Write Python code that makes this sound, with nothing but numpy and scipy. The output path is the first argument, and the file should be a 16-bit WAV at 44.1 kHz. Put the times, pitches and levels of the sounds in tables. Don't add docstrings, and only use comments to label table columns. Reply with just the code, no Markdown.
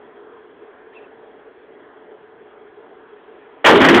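import sys
import numpy as np
from scipy import signal
from scipy.fft import rfft, irfft
from scipy.io import wavfile
from scipy.ndimage import uniform_filter1d

SR = 44100
rng = np.random.default_rng(int(sys.argv[2]) if len(sys.argv) > 2 else 0)


def output_pcm(signal):
    pcm = np.clip(np.atleast_2d(signal).T, -1, 1) * 32767
    wavfile.write(sys.argv[1], SR, np.round(pcm).astype(np.int16))


N = 176400
T = np.arange(N) / SR
HZ = np.fft.rfftfreq(N, 1 / SR)
BURST_S = 3.6432


# f/Hz, relative level/dB
BLAST_SPECTRUM = [(40, -28), (160, -20), (300, -7.5), (500, 0), (800, 3.5), (1200, 0), (1850, 1),
                  (2600, -9.5), (3300, -4.5), (4000, -15.5)]
# t/s, level/dB, rise/s, 60 dB fade/s, boosted f/Hz
BANGS = [(3.6424, -5, 0.018, 0.21, 2470), (3.662, -5, 0.015, 0.28, 1040), (3.700, -8, 0.0041, 0.13, 2020),
         (3.748, -13.5, 0.01, 0.11, 2850), (3.802, -11, 0.014, 0.22, 2100), (3.840, -7, 0.01, 0.16, 1730),
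         (3.884, -6.5, 0.0039, 0.17, 2020), (3.939, -8.5, 0.0084, 0.1, 2550),
         (3.963, -10.5, 0.019, 0.36, 1150)]
def cracks():
    f = np.geomspace(30, 6000, 60)
    sound = np.zeros(N)
    for start, db, rise, fade, hz in BANGS:
        boost_db = 9 * np.exp(-.5 * (np.log2(f / hz) / 0.67) ** 2)
        spectrum = np.transpose([f, level_at(BLAST_SPECTRUM, f) + boost_db])
        sound += amp(db) * noise(spectrum) * swell(start, rise, fade)
    return sound


# t/s, centre f/Hz, level/dB
ROAR_PATH = [(3.672, 539.9, -18.5), (3.712, 429.5, -8), (3.76, 375.3, -8), (3.80, 365, -10.5),
             (3.835, 265.3, -15), (3.875, 300.3, -15), (3.93, 304, -9), (3.97, 310.9, -10),
             (4.0, 330.2, -18)]
def fireball():
    hz, gain = glide(ROAR_PATH)
    burning = T > BURST_S
    middle_hz = np.median(hz[burning])
    boom = resonant_noise(middle_hz, width_hz=0.45 * middle_hz)
    loudness = abs(signal.hilbert(boom)) + 1e-3
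    boom = unit_rms(boom / loudness ** .3)
    clock = np.cumsum(hz / middle_hz * burning) / SR
    return np.interp(1 + clock, T, boom) * gain * burning


# f/Hz, relative level/dB
ROLL_SPECTRUM = [(25, -32), (70, -26), (150, -17), (235, 3.5), (550, 2.5), (900, -2), (1700, -7.5),
                 (2500, -13.5), (3300, -11), (4000, -15)]
def yard_roll():
    return amp(-10.5) * noise(ROLL_SPECTRUM) * swell(BURST_S, rise_s=0.065, fade_s=15)


# f/Hz, relative level/dB
JET_SPECTRUM = [(15, -71), (25, -52), (65, -29), (198, -19.5), (275, -9), (318, -11), (416, -2.5),
                (461, -5.5), (533, -14), (579, -9.5), (683, -11.5), (742, -11.5), (790, -12.5),
                (1050, -12.5), (1150, -16.5), (1660, -15.5), (2410, -28), (3220, -32.5), (3500, -34),
                (4550, -38), (7700, -120)]
def flame_rush():
    cells = signal.stft(noise(JET_SPECTRUM), nperseg=1024)[2]
    patches = uniform_filter1d(rng.standard_normal(cells.shape), size=10, axis=0)
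    flicker_db = 1.74 * unit_rms(uniform_filter1d(patches, size=10, axis=1))
    rush = signal.istft(cells * amp(flicker_db), nperseg=1024)[1][:N]
    return amp(-47) * unit_rms(rush)


# f/Hz, width/Hz, level/dB
JET_RESONANCES = [(352, 18.5, -58.5), (420.7, 34.3, -51), (452, 28, -54), (746, 21, -63), (3294, 270, -71)]
def flame_hum():
    wander_hz = 7 * drift(rate_hz=3.913)
    hum = sum(amp(db) * resonant_noise(hz + wander_hz, width) for hz, width, db in JET_RESONANCES)
    flutter_db = 1.9 * drift(rate_hz=10.7)
    return hum * amp(flutter_db)


def leak():
    full_s, rise_s = 3.35, 0.36
    growth = np.exp(np.minimum(T - full_s, 0) / rise_s)
    return amp(-62.5) * resonant_noise(2310, width_hz=1880) * growth


# t/s, f/Hz, level/dB
CHIRP_PATH = [(.922, 1620, -67), (.933, 1810, -46.5), (.942, 2195, -72), (.954, 2714, -55),
              (.973, 2635, -44), (.988, 2430, -54), (.998, 2300, -64)]
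def bird():
    start, end = CHIRP_PATH[0][0], CHIRP_PATH[-1][0]
    hz, gain = glide(CHIRP_PATH)
    rough_hz = hz * (1 + .022 * drift(rate_hz=230))
    phase = 2 * np.pi * np.cumsum(rough_hz) / SR
    call = np.sqrt(2) * np.sin(phase) * gain * (T > start) * (T < end)
    rasp = amp(-56.5) * resonant_noise(2900, width_hz=2000) * swell(start, rise_s=0.035, fade_s=0.6)
    echo = amp(-9) * np.interp(T - .072, T, call)
    tail = rng.standard_normal(N) * swell(0, rise_s=.01, fade_s=.3)
    yard = amp(-10) * signal.fftconvolve(call, tail / np.linalg.norm(tail))[:N]
    return call + rasp + echo + yard


# f/Hz, relative level/dB
RUMBLE_SPECTRUM = [(10, -12), (30, 7), (60, 0), (110, -8.5), (300, -36)]
def yard_rumble():
    return amp(-67.5) * noise(RUMBLE_SPECTRUM)


def amp(db):
    return 10 ** (np.asarray(db) / 20)


def unit_rms(x):
    return x / np.sqrt(np.mean(x ** 2) + 1e-20)


def level_at(spectrum, hz):
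    f, db = np.transpose(spectrum)
    return np.interp(np.log(hz + 1), np.log(f + 1), db)


def glide(path):
    times, hz, db = np.transpose(path)
    return np.interp(T, times, hz), amp(np.interp(T, times, db))


def noise(spectrum):
    return unit_rms(irfft(rfft(rng.standard_normal(N)) * amp(level_at(spectrum, HZ)), N))


def drift(rate_hz):
    return unit_rms(irfft(rfft(rng.standard_normal(N)) / (1 + (HZ / rate_hz) ** 4), N))


def resonant_noise(hz, width_hz):
    r = np.exp(-np.pi * width_hz / SR)
    white = rng.standard_normal(N) + 1j * rng.standard_normal(N)
    low = signal.lfilter([1], [1, -2 * r, r * r], white)
    shift_up = np.exp(2j * np.pi * np.cumsum(hz * np.ones(N)) / SR)
    return unit_rms((low * shift_up).real)


def swell(start, rise_s, fade_s):
    age = np.maximum(T - start, 0)
    attack = np.sqrt(np.minimum(age / rise_s, 1))
    return attack * np.exp(-np.log(1000) * np.maximum(age - rise_s, 0) / fade_s)


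def scene():
    steady = yard_rumble() + flame_rush() + flame_hum() + leak()
    return (steady + bird() + yard_roll() + cracks() + fireball())[None]


def record(dry):
    x = signal.sosfilt(signal.butter(10, 3520, fs=SR, output="sos"), dry[0])
    x = signal.oaconvolve(x, signal.firwin(321, 4500, window=("kaiser", 8), fs=SR), "same")
    drive_db, ceiling, hardness = 0.89, 0.75, 20
    x = x * amp(drive_db)
    x = x / (2 + abs(x / ceiling) ** hardness) ** (1 / hardness)
    x = signal.sosfilt(signal.butter(2, 79, "high", fs=SR, output="sos"), x)
    x = np.clip(x, -.715, .715)
    return signal.oaconvolve(x, signal.firwin(511, 16000, window=("kaiser", 9), fs=SR), "same")[None]


dry = scene()
out = record(dry)
output_pcm(out)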